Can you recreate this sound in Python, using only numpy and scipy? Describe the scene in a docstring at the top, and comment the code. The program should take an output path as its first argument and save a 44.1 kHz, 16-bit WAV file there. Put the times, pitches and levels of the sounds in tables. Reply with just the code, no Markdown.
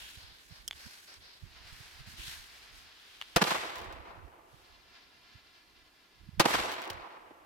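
"""Snowy court ringed by trees: steady air noise, light wind bumping the microphone ports, a jacket rustling near.
Handling clicks, then a firecracker lands with a tick (snow crunch plus tube modes); its fuse hisses as a noise jet.
A second one lands just before the first bursts: shock volley with boom and thump, slaps off the buildings,
scattered noise from the wood, grit pattering down. The second fuse then hisses, flares and ends in a like burst.
"""
import sys
import numpy as np
from scipy import signal
from scipy.fft import rfft, irfft, next_fast_len
from scipy.io import wavfile
from scipy.ndimage import uniform_filter1d

SR = 44100
rng = np.random.default_rng(int(sys.argv[2]) if len(sys.argv) > 2 else 0)


def digitize_waveform(pressure):
    """Quantize a signal to 16-bit integers and store it at the path in sys.argv[1].

    Rows of a 2-D input are taken as channels; values are limited to [-1, 1].
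    """
    field = np.atleast_2d(pressure).T
    bounded = np.clip(field, -1, 1)
    quanta = np.round(bounded * 32767).astype(np.int16)
    wavfile.write(sys.argv[1], SR, quanta)


N = 328545
TIME_S = np.arange(N) / SR

# Noise spectra, relative. Each row: frequency in Hz, density in dB per Hz.
AIR_COLOUR = [(15, -24), (25, -3.5), (145, -10.5), (344, -5), (591, -13.5), (1040, -8.5), (1190, -12),
              (3430, -16), (7510, -23), (14400, -23.5), (16000, -32)]
WIND_COLOUR = [(12, -26), (20, -4.5), (54, 4.5), (76, 2), (138, -10), (268, -19.5), (357, -15.5),
               (400, -36), (520, -57), (880, -120)]
SLIDE_COLOUR = [(350, -5), (600, -1.5), (1110, -1), (1250, -1), (1660, 3), (2390, 1), (3980, -4),
                (4880, -4), (6700, -26), (9000, -26), (11700, -32), (19800, -120)]
SWISH_COLOUR = [(350, -43), (600, -26.5), (1030, -12.5), (1260, -16.5), (1530, -5.5), (3580, -12.5),
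                (4110, -9), (6920, -13.5), (13600, -19), (16000, -25)]
CLICK_COLOUR = [(300, -19), (1000, -22), (1650, -4), (2500, -24), (3250, 6.5), (4000, -13), (5200, 2),
                (6300, -1.5), (7400, -4), (9700, -2), (12300, -14), (13700, -3), (15500, -11)]
CRUNCH_COLOUR = [(500, -30), (900, -1), (1600, 4.5), (2800, 8.5), (4300, -4), (9000, -10), (16000, -12)]
FUSE_COLOUR = [(240, -47), (400, -7), (570, -9), (687, -1), (826, -3), (1040, -0.5), (1160, -1.5),
               (1680, 3), (1840, 2), (4880, 0.5), (16000, -56)]
BLAST_COLOUR = [(18, -24), (30, -38), (157, -11), (252, -7), (461, -4.5), (584, -5), (684, -2), (913, -1.5),
                (1590, -5), (2060, -7.5), (2290, -7), (5450, -9), (6380, -13.5), (14000, -15.5),
                (16000, -18)]
NEAR_WOOD_COLOUR = [(35, -54), (60, -10), (118, -17), (233, -16.5), (354, -5.5), (636, -4.5), (842, -2.5),
                    (1860, -4), (2140, -5), (3670, -7), (11800, -19.5), (14600, -20.5), (16000, -33)]
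FAR_WOOD_COLOUR = [(88, -48), (150, -26), (211, -15.5), (340, -1), (492, -2), (1020, 2.5), (1720, -9.5),
                   (2950, -15.5), (4140, -42), (6000, -45), (7800, -72), (13200, -120)]
GRIT_COLOUR = [(300, -5), (900, 4), (2500, 7.5), (5000, 2), (9000, -7), (16000, -9)]

# Likeness of left and right. Each row: frequency in Hz, correlation.
EAR_CORRELATION = [(100, 0.68), (400, 0.84), (1000, 0.15), (3000, 0.41), (12000, 0.042)]
# Left port against right. Each row: frequency in Hz, difference in dB.
PORT_BALANCE = [(100, -5), (450, -3.5), (1000, -1), (2200, 1), (4500, 0), (8000, -0.5), (13000, -7)]

# Gusts on the ports. Each row: centre in seconds, level in dB before the wind gain, width in seconds.
GUSTS = [(.02, -66, 0.045), (.25, -67.5, 0.14), (.67, -62.5, 0.078), (1.2, -63, 0.039), (1.47, -60, 0.044),
         (1.7, -61.5, 0.17), (2.18, -55, 0.18), (2.75, -69, 0.037), (3.9, -53, .11), (4.22, -57, 0.09),
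         (6.24, -60, 0.072), (6.58, -48, 0.056), (6.97, -53, 0.042)]
# Cloth sliding on cloth. Each row: start in seconds, length in seconds, level in dB before the body gain,
# weave pitch at full speed in Hz, weave in dB added to the level.
SLIDES = [(-.1, 0.27, -54, 3200, 0.5), (0.151, 0.31, -54, 4100, -4), (0.493, 0.17, -54.5, 4500, -5.5),
          (0.749, 0.3, -53, 4800, -5), (1.07, 0.13, -52.5, 4900, -5.5), (1.202, 0.24, -56, 4360, -3)]
# Brisk sleeve strokes. Each row: start in seconds, length in seconds, level in dB before the sleeve gain,
# weave pitch at full speed in Hz, weave in dB added to the level.
SWISHES = [(-.13, 0.5, -57, 3200, -4), (0.28, 0.63, -66.5, 3300, -14), (0.7, 0.6, -59.5, 3300, -14),
           (1.15, 0.87, -71, 3300, -13), (1.616, 0.66, -63.5, 3380, -18), (2.06, 0.14, -60.5, 4200, -7),
           (2.163, 0.19, -54.5, 3030, 0.5), (2.234, 0.26, -54, 3700, -7), (2.42, 0.42, -63.5, 3300, -13),
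           (2.716, 0.21, -64.5, 3300, -8), (2.855, 1, -67.5, 3300, 1.5), (4.446, 0.42, -74, 3340, -5)]
# Single wind bumps. Each row: centre in seconds, level in dB before the bump gain, width in seconds, pitch in Hz.
BUMPS = [(.179, -49.5, 0.0092, 120), (.24, -55, .016, 90), (.32, -57, 0.006, 108), (.52, -49.5, 0.012, 120),
         (.867, -49, 0.013, 139), (1.436, -42.5, 0.011, 90), (1.73, -48, 0.007, 90),
         (1.81, -49.5, 0.0065, 110), (2.011, -47.5, 0.013, 100), (2.079, -47, 0.0088, 111),
         (2.14, -50.5, .006, 130), (2.284, -51.5, 0.0077, 120), (4.545, -56.5, 0.013, 100),
         (5.361, -53.5, 0.015, 102), (6.279, -50, 0.0048, 90), (6.291, -42, 0.0054, 130),
         (6.343, -49, 0.017, 100), (6.378, -39, 0.007, 110), (6.391, -37.5, 0.0077, 90),
         (6.915, -48.5, 0.0093, 90)]
# Handling clicks near the microphone. Each row: start in seconds, level in dB, low-pass in Hz.
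CLICKS = [(0.6785, -24, 16000), (0.683, -28.5, 9000), (1.14, -37, 3500), (1.161, -42, 2500)]
# Cardboard tubes landing and bouncing. Each row: start in seconds, level in dB, hardness as low-pass in Hz,
# pitch as a factor on the tube modes, snow crunch in dB against the ring.
LANDINGS = [(0.7103, -23.5, 6000, 1.0, -16.5), (0.7258, -40, 9000, 1.0, -14),
            (0.7303, -35.5, 6000, 1.0, -10), (3.214, -27, 4200, 0.92, 0), (3.2225, -30.5, 7000, 0.95, -6)]
# Tube modes. Each row: frequency in Hz at pitch 1, mean level in dB, t60 in seconds.
TUBE_MODES = [(880, -23, 0.0045), (1680, -25, 0.004), (2330, -7, 0.0065), (3200, -8.5, 0.013),
              (3440, -6.5, 0.017), (4230, -12, .005), (6460, -16, 0.0068), (10000, -16, 0.0089),
              (13800, -19, 0.0054)]
# Burning fuses, one per burst. Each row: catching time in seconds, time to full flame in seconds,
# level in dB before the sag, share of a close reflection.
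FUSES = [(1.38, 0.2, -54, 0.033), (4.47, 0.25, -61.5, 1)]
# Flares of the flame. Each row: centre in seconds, level in dB, width in seconds.
FLARES = [(4.975, -62.5, 0.061), (5.35, -69, .2), (5.77, -67, 0.014)]
# Bursts. Each row: start in seconds, level in dB, length in seconds, fall in seconds, low-pass in Hz,
# wall slap share, thump in dB, thump width in seconds, boom in Hz, boom in dB, level sent to the wood in dB.
BURSTS = [(3.3601, -14.5, 0.0043, 0.0058, 8800, 0.56, -11, .0016, 486, -0.5, -18),
          (6.3958, -14.5, 0.0092, 0.0068, 8550, 0.27, -13, 0.00072, 680, -6.5, -17)]
# Returns from buildings and banks. Each row: arrival in seconds, level in dB, smear in seconds, low-pass in Hz,
# thump in dB, boom in Hz, boom in dB, left against right in dB.
ECHOES = [(3.4085, -28, .001, 1800, -12, 900, -7, -3), (3.4135, -20.5, 0.0032, 2600, -10, 1350, 0, -1),
          (3.418, -18, 0.0037, 5000, -5.5, 1350, -10, 0.5), (3.4237, -18, 0.0024, 3200, -4, 480, 1, -1),
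          (3.4382, -25, 0.0022, 7000, -16, 3900, 9, -6), (3.4447, -27, .002, 1400, -16, 850, 6, 0),
          (3.468, -31.5, 0.012, 3200, -15, 900, -8, -2.5), (3.504, -27, 0.018, 2600, -16, 1150, -1, -0.5),
          (3.543, -31.5, 0.02, 2000, -27, 1100, 2, 1), (3.629, -42, 0.025, 1300, -16, 450, 0.5, 0),
          (3.80, -51.5, 0.059, 900, -20, 400, -3, -3), (3.958, -50, .008, 800, -13, 380, 4, 0),
          (4.05, -51, 0.067, 3200, -23, 950, 4, 2), (4.14, -58, .055, 2500, -30, 1100, 6, 2),
          (4.269, -56, 0.0097, 440, -19, 420, 5, 0), (4.365, -63, 0.028, 500, -22, 380, 5, 0),
          (6.4435, -27, .002, 1500, -8, 800, -3, -3), (6.4515, -22.5, 0.0032, 2500, -11, 900, -2, -1),
          (6.4553, -17, 0.0041, 3800, -10, 700, -1, -1), (6.4645, -29, .002, 1800, -8, 1200, 0, 3),
          (6.482, -29, 0.0058, 1800, -23, 900, 5, 0), (6.5036, -26.5, 0.0027, 3000, -16, 850, 1, -3),
          (6.536, -25.5, .019, 3600, -20, 1620, -8, -1), (6.582, -31.5, 0.02, 2300, -20, 1200, -11, 0),
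          (6.635, -39, 0.069, 1600, -26, 700, 0, -1), (6.76, -46, 0.083, 3000, -31, 2500, 1, -2),
          (6.865, -47, 0.041, 900, -24, 400, 2, 0), (7.03, -48, .045, 2200, -38, 950, 7, -2),
          (7.10, -54, 0.077, 2000, -32, 1000, 4, -1), (7.305, -48, 0.0064, 450, -24, 400, 5, 0)]
# Dying of the near wood. Each row: frequency in Hz, t60 in seconds.
NEAR_WOOD_T60 = [(100, 1.3), (400, 1.23), (1000, 1.45), (2500, 1.475), (5000, 0.83), (9000, 0.75),
                 (15000, 0.79)]
# Falling grit. Each row: start in seconds, level in dB before the grit gain, shower decay in seconds.
GRIT = [(3.7562, -47.5, 0.0075), (3.768, -56, .006), (3.78, -47, 0.016), (3.8144, -52, 0.0092),
        (3.8432, -55, .0085), (3.925, -53, 0.011), (6.7165, -41.5, .004), (6.723, -43, .007),
        (6.738, -47, .004), (6.819, -48.5, 0.0018), (6.826, -51, .002), (6.8385, -54, .002),
        (6.845, -53, .003), (6.853, -53, .003), (6.8763, -49.5, .0025), (6.9, -48, .001),
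        (6.9018, -39, .006), (6.9315, -53, .005)]

AIR_DB = -68
BREEZE_DB, BREEZE_SWING_DB = -76, 5.5  # between gusts, before the wind gain
SLIDE_SKEW, SWISH_SKEW = 0.57, 0.61  # below 1 a stroke speeds up faster than it slows down
WEAVE_REST_HZ = 3100  # weave pitch at a crawl
FUSE_SAG_DB_PER_S = 2.5  # the jet weakens as it burns into the tube
BURST_RISE_S = 0.0024
ECHO_RISE_S, ECHO_FALL_S = 0.0015, 0.003
ECHO_SLAP = 0.18  # wall slap added to each echo
ECHO_LOW_CUT_HZ = 142  # walls of this size send back little deep bass
AIR_LOSS_HZ_S = 2480  # over the delay, this is the echo's extra low-pass
COURT_DB, TREES_DB, ROLL_DB = -6.5, -10.5, -29  # scatter against the level sent
ROLL_DELAY_S, ROLL_RISE_S, ROLL_HOLD_S, ROLL_FALL_DB_PER_S = 0.18, 0.037, 0.28, 23.5
CUTOFF_HZ = 16000


def from_db(db):
    """Decibels to gain."""
    return 10 ** (np.asarray(db) / 20)


def rms_one(x):
    """Scale to rms 1."""
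    return x / np.sqrt(np.mean(x ** 2) + 1e-20)


def at_hz(points, hz):
    """Read a table on a log-frequency axis."""
    points = np.array(points)
    return np.interp(np.log(np.maximum(hz, 1)), np.log(points[:, 0]), points[:, 1])


def pan(db):
    """Left and right gains for a level difference."""
    return from_db(np.array([[db], [-db]]) / 2)


def dull(x, hz):
    """One-pole low-pass."""
    return signal.sosfilt(signal.butter(1, min(hz, 0.45 * SR), fs=SR, output="sos"), x)


def bandpass(x, low_hz, high_hz, order=2):
    """Butterworth band-pass."""
    return signal.sosfilt(signal.butter(order, [low_hz, high_hz], "band", fs=SR, output="sos"), x)


def low_cut(x, hz):
    """Third-order high-pass."""
    return signal.sosfilt(signal.butter(3, hz, "high", fs=SR, output="sos"), x)


def late(x, delay_s):
    """Delay along the last axis by a fractional number of samples."""
    size = next_fast_len(x.shape[-1] + 1024, True)
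    shift = np.exp(-2j * np.pi * delay_s * np.fft.rfftfreq(size, 1 / SR))
    return irfft(rfft(x, size) * shift, size)[..., :x.shape[-1]]


def from_right(x, lag_s):
    """Delay the left port, as for sound from the right; a negative lag places it left."""
    return np.array([late(x[0], lag_s), x[1]])


def add(out, start_s, sound):
    """Mix in a short sound."""
    i = int(start_s * SR)
    out[:, i:i + sound.shape[-1]] += sound[..., :N - i]


def ears(pair, correlation):
    """Turn two unrelated signals into left and right with a given correlation."""
    correlation = np.clip(correlation, -1, 1)
    return np.sqrt(1 + correlation) * pair[0] + np.sqrt(1 - correlation) * pair[1] * [[1], [-1]]


def noise(colour):
    """Stereo noise of a given colour, falling steeply beyond its ends; rms 1."""
    size = next_fast_len(N, True)
    hz = np.fft.rfftfreq(size, 1 / SR) + 1
    top_edge = 1 / (1 + (hz / colour[-1][0] / 1.2) ** 6)
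    low_edge = 1 / (1 + (colour[0][0] / 1.2 / hz) ** 4)
    white = ears(rfft(rng.standard_normal((2, size))), at_hz(EAR_CORRELATION, hz))
    return rms_one(irfft(white * top_edge * low_edge * from_db(at_hz(colour, hz)), size)[:, :N])


def drift(rate_hz):
    """Random curve: straight lines between normal knots of spread 1."""
    knots = rng.standard_normal(4000)
    return np.interp(TIME_S * rate_hz, np.arange(len(knots)), knots)


def coloured(x, colour, size=8192):
    """Causal (minimum-phase) filter of a given colour, for short sounds."""
    cepstrum = irfft(np.log(from_db(at_hz(colour, np.fft.rfftfreq(size, 1 / SR)))))
    cepstrum[1:size // 2] *= 2
    cepstrum[size // 2 + 1:] = 0
    return irfft(rfft(x, size) * np.exp(rfft(cepstrum)))


def puffs(rows):
    """Sum of bell-shaped gain curves."""
    return sum(from_db(db) * np.exp(-((TIME_S - centre_s) / width_s) ** 2) for centre_s, db, width_s in rows)


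def air():
    """Steady broadband air noise."""
    return from_db(AIR_DB) * noise(AIR_COLOUR)


def wind(gain_db=-2, pan_db=-8, eddy_db=3.0):
    """Lumpy low rumble on the ports: a faint breeze and gusts that break into eddies."""
    breeze = from_db(BREEZE_DB + BREEZE_SWING_DB * drift(5))
    gusts = puffs(GUSTS) * from_db(eddy_db * drift(35))
    return pan(pan_db) * from_db(gain_db) * (breeze + gusts) * noise(WIND_COLOUR)


def stroke(start_s, length_s, skew):
    """Relative speed of one arm movement, from rest up to 1 and back."""
    progress = np.clip((TIME_S - start_s) / length_s, 0, 1)
    return np.abs(np.sin(np.pi * progress ** skew))


def weave(pitch_hz, width_octaves):
    """Threads rasp over threads: a narrow hiss around a moving pitch."""
    white = rng.standard_normal((2, 2, N))
    edges_hz, out = np.geomspace(2400, 5800, num=9), 0
    for k, (low, high) in enumerate(zip(edges_hz, edges_hz[1:])):
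        band = bandpass(white[k % 2], low, high)  # adjacent bands are unrelated
        octaves_off = np.log2(pitch_hz / np.sqrt(low * high))
        out = out + band * np.exp(-(octaves_off / width_octaves) ** 2)
    return rms_one(out)


def jacket(body_db=-4.0, sleeve_db=5, grain_db=1.43, lag_s=0.000318, slide_power=0.65, swish_power=1.36):
    """Cloth rubs in strokes; the speed of each sets its loudness and the pitch of the weave."""
    sliding, rasping, slide_hz = 0, 0, WEAVE_REST_HZ
    for start_s, length_s, db, top_hz, weave_db in SLIDES:
        speed = stroke(start_s, length_s, SLIDE_SKEW)
        sliding = sliding + from_db(db) * speed ** slide_power
        rasping = rasping + from_db(db + weave_db) * speed ** slide_power
        slide_hz = np.maximum(slide_hz, WEAVE_REST_HZ + (top_hz - WEAVE_REST_HZ) * np.sqrt(speed))

    brisk, zipping, swish_hz = 0, 0, WEAVE_REST_HZ
    for start_s, length_s, db, top_hz, weave_db in SWISHES:
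        speed = stroke(start_s, length_s, SWISH_SKEW)
        brisk = brisk + from_db(db) * speed ** swish_power
        zipping = zipping + from_db(db + weave_db) * speed ** swish_power
        swish_hz = swish_hz + (top_hz - WEAVE_REST_HZ) * speed

    # the body gain acts on the plain rub only, the sleeve gain on rub and weave
    body = sliding * from_db(body_db) * noise(SLIDE_COLOUR) + rasping * weave(slide_hz, width_octaves=0.41)
    sleeve = brisk * noise(SWISH_COLOUR) + zipping * weave(swish_hz, width_octaves=0.38)
    cloth = body + from_db(sleeve_db) * sleeve
    return from_right(cloth * from_db(grain_db * drift(200)), lag_s)


def bumps(gain_db=-1, pan_db=-7, correlation=0.42, size=8192):
    """Short lumpy thuds of air on the ports: band noise at a pitch of its own under a bell."""
    out, t = np.zeros((2, N)), (np.arange(size) - size / 2) / SR
    for centre_s, db, width_s, hz in BUMPS:
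        bell = np.exp(-(t / width_s) ** 2)
        eddy = bandpass(ears(rng.standard_normal((2, size)), correlation), hz / 2, hz * 1.415, order=4)
        thud = rms_one(pan(pan_db) * eddy * bell) * np.sqrt(np.mean(bell ** 2))
        add(out, centre_s + t[0], from_db(db + gain_db) * thud)
    return out


def clicks(fall_s=0.0017, pan_db=-3, lag_s=0.00036, size=8192):
    """Tiny bright handling snaps close by: decaying coloured noise."""
    out, t = np.zeros((2, N)), np.arange(size) / SR
    for start_s, db, dull_hz in CLICKS:
        snap = coloured(ears(rng.standard_normal((2, size)), 0.48) * np.exp(-t / fall_s), CLICK_COLOUR)
        add(out, start_s, from_db(db) * pan(pan_db) * from_right(dull(snap, dull_hz), lag_s))
    return out


def landings(lowest_hz=680, crunch_s=0.0014, size=4096):
    """Each contact crunches snow and rings the tube for milliseconds; it is too small to radiate bass."""
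    out, t = np.zeros((2, N)), np.arange(size) / SR
    for start_s, db, hard_hz, pitch, crunch_db in LANDINGS:
        ring = 0
        for hz, mode_db, t60_s in TUBE_MODES:
            level_db = mode_db + rng.normal(0, 1, (2, 1)) - 60 * t / t60_s
            ring = ring + from_db(level_db) * np.sin(2 * np.pi * hz * pitch * t)
        crunch = ears(rng.standard_normal((2, size)), 0.26) * np.exp(-t / crunch_s)
        crunch = coloured(crunch, CRUNCH_COLOUR, size=size)
        add(out, start_s, from_db(db) * dull(ring + from_db(crunch_db) * crunch, hard_hz))
    return low_cut(out + 1e-18, lowest_hz)


def fuses(echo_s=0.00293, sputter_db=1.5, out_s=0.1):
    """The burning jet builds up, flares and fades from the burst on; a close reflection makes it hollow."""
    jet = noise(FUSE_COLOUR) * from_db(sputter_db * drift(40))
    out = jet * puffs(FLARES)
    for (lit_s, rise_s, db, echo_share), burst in zip(FUSES, BURSTS):
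        age_s = np.maximum(TIME_S - lit_s, 0)
        flame = np.minimum(age_s / rise_s, 1) * np.exp(-np.maximum(TIME_S - burst[0], 0) / out_s)
        hiss = rms_one(jet + echo_share * late(jet, echo_s))
        out += flame * from_db(db - FUSE_SAG_DB_PER_S * age_s) * hiss
    return out


def blast(length_s, dull_hz, slap, thump_db, boom_hz, boom_db, rise_s, fall_s, slap_s=0.00583,
          body_lag_s=0.00191, body_hz=1500, thump_s=0.00083, boom_q=1.76, size=8192):
    """Volley of shock fronts with boom and thump, doubled by the wall just behind; crack leads body."""
    t, hz = np.arange(size) / SR, np.fft.rfftfreq(size, 1 / SR)
    fronts = rng.standard_normal((2, size)) * rng.exponential(1, size)
    envelope = np.minimum(t / rise_s, 1) * np.exp(-np.maximum(t - length_s, 0) / fall_s)
    spectrum = rfft(np.tanh(fronts / 2) * envelope)
    # every band carries its share of the energy
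    spectrum = spectrum / np.sqrt(uniform_filter1d(np.abs(spectrum) ** 2, size=55))
    spectrum = ears(spectrum, at_hz(EAR_CORRELATION, hz))
    # the lows trail the highs
    spectrum = spectrum * np.exp(-2j * np.pi * body_lag_s * body_hz * np.arctan(hz / body_hz))
    wave = dull(coloured(irfft(spectrum), BLAST_COLOUR), dull_hz) * (t < t[-1] / 2)
    boom = signal.lfilter(*signal.iirpeak(boom_hz, boom_q, fs=SR), wave)
    wave = wave + from_db(boom_db) * boom
    # the thump is one push and one suck of air
    phase = (t - length_s / 2 - 2 * thump_s) / thump_s
    thump = rms_one(-phase * np.exp(-phase ** 2 / 2))
    wave = rms_one(wave) + from_db(thump_db) * thump
    wall_slap = dull(late(wave, slap_s), dull_hz / 2)
    return (wave + slap * wall_slap) * np.sqrt(length_s / t[-1])


def bangs(lead_s=0.00004, echo_lead_s=0.00007):
    """Bursts a little left of centre, then slaps from the surroundings, duller the longer they travel."""
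    out = np.zeros((2, N))
    for start_s, db, length_s, fall_s, dull_hz, slap, thump_db, thump_s, boom_hz, boom_db, _ in BURSTS:
        burst = blast(length_s, dull_hz, slap, thump_db, boom_hz, boom_db, BURST_RISE_S, fall_s, thump_s=thump_s)
        add(out, start_s, from_db(db) * from_right(burst, -lead_s))
    for start_s, db, smear_s, dull_hz, thump_db, boom_hz, boom_db, pan_db in ECHOES:
        delay_s = min(start_s - burst[0] for burst in BURSTS if burst[0] < start_s)
        echo = blast(smear_s, dull_hz, ECHO_SLAP, thump_db, boom_hz, boom_db, ECHO_RISE_S, ECHO_FALL_S)
        echo = low_cut(dull(echo, AIR_LOSS_HZ_S / delay_s), ECHO_LOW_CUT_HZ)
        add(out, start_s, pan(pan_db) * from_db(db) * from_right(echo, -echo_lead_s))
    return out


def roll(burst_s):
    """Gain of the far wood's answer to a burst: it swells, holds and dies evenly."""
    age_s = np.maximum(TIME_S - burst_s - ROLL_DELAY_S, 0)
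    level_db = ROLL_DB - ROLL_FALL_DB_PER_S * np.maximum(age_s - ROLL_HOLD_S, 0)
    return (1 - np.exp(-age_s / ROLL_RISE_S)) * from_db(level_db)


def woods(trip_s=0.059, rise_s=0.036, patchy_db=1.3, trunk_db=1.5, clump_db=1.5, court_s=0.028,
          court_hz=3000, lag_s=0.000378, wall_share=0.22, wall_s=0.00583):
    """Trunks scatter the bang: near ones first and brightly, after a short gap; far ones later and dully."""
    near, far, out = noise(NEAR_WOOD_COLOUR), noise(FAR_WOOD_COLOUR), np.zeros((2, N))
    sent = [(burst[0], from_db(burst[-1])) for burst in BURSTS]
    ages_s = [np.maximum(TIME_S - burst_s - trip_s, 0) for burst_s, _ in sent]
    swells = [gain * from_db(TREES_DB) * (1 - np.exp(-age_s / rise_s)) for (_, gain), age_s in zip(sent, ages_s)]
    edges_hz = np.geomspace(45, 18000, num=10)
    for low, high in zip(edges_hz, edges_hz[1:]):
        band = bandpass(near, low, high)
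        t60_s = at_hz(NEAR_WOOD_T60, np.sqrt(low * high))
        dying = sum(swell * np.exp(-np.log(1000) * age_s / t60_s) for swell, age_s in zip(swells, ages_s))
        out += band * (dying * from_db(patchy_db * drift(60)))
        near = np.roll(near, SR, axis=1)  # neighbouring bands are unrelated
    # before the trees answer, only the court itself scatters
    for burst_s, gain in sent:
        court = (TIME_S > burst_s) * np.exp(-np.abs(TIME_S - burst_s) / court_s)
        out += dull(near, court_hz) * gain * from_db(COURT_DB) * court
    out += far * from_db(clump_db * drift(35)) * sum(gain * roll(burst_s) for burst_s, gain in sent)
    # the wall doubles whatever goes out to the trees, which makes the roll hollow
    out = (out + wall_share * dull(late(out, wall_s), 2500)) / np.hypot(1, wall_share)
    return from_right(out * from_db(trunk_db * drift(300)), lag_s)


def grit(gain_db=-12, size=8192):
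    """Crumbs of ice and cardboard land singly or in showers: decaying bursts of uneven noise."""
    out, t = np.zeros((2, N)), np.arange(size) / SR
    for start_s, db, decay_s in GRIT:
        crumbs = rng.standard_normal((2, size)) * rng.exponential(1, size) * np.exp(-t / decay_s)
        add(out, start_s, from_db(db + gain_db) * rms_one(coloured(crumbs, GRIT_COLOUR)))
    return out


def scene():
    """Everything on the court."""
    ambience = air() + wind() + bumps()
    handling = jacket() + clicks()
    return ambience + handling + landings() + fuses() + bangs() + woods() + grit()


def record(dry, top=0.46):
    """The two ports differ in colour, peaks are rounded, the top is cut."""
    size = next_fast_len(N + 4096, True)
    balance = from_db(at_hz(PORT_BALANCE, np.fft.rfftfreq(size, 1 / SR)) * [[0.5], [-0.5]])
    heard = irfft(rfft(dry, size) * balance, size)[:, :N]
    rounded = top * np.tanh(heard / top)
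    return signal.sosfilt(signal.ellip(10, 0.1, 80, CUTOFF_HZ, fs=SR, output="sos"), rounded)


dry = scene()
out = record(dry)
digitize_waveform(out)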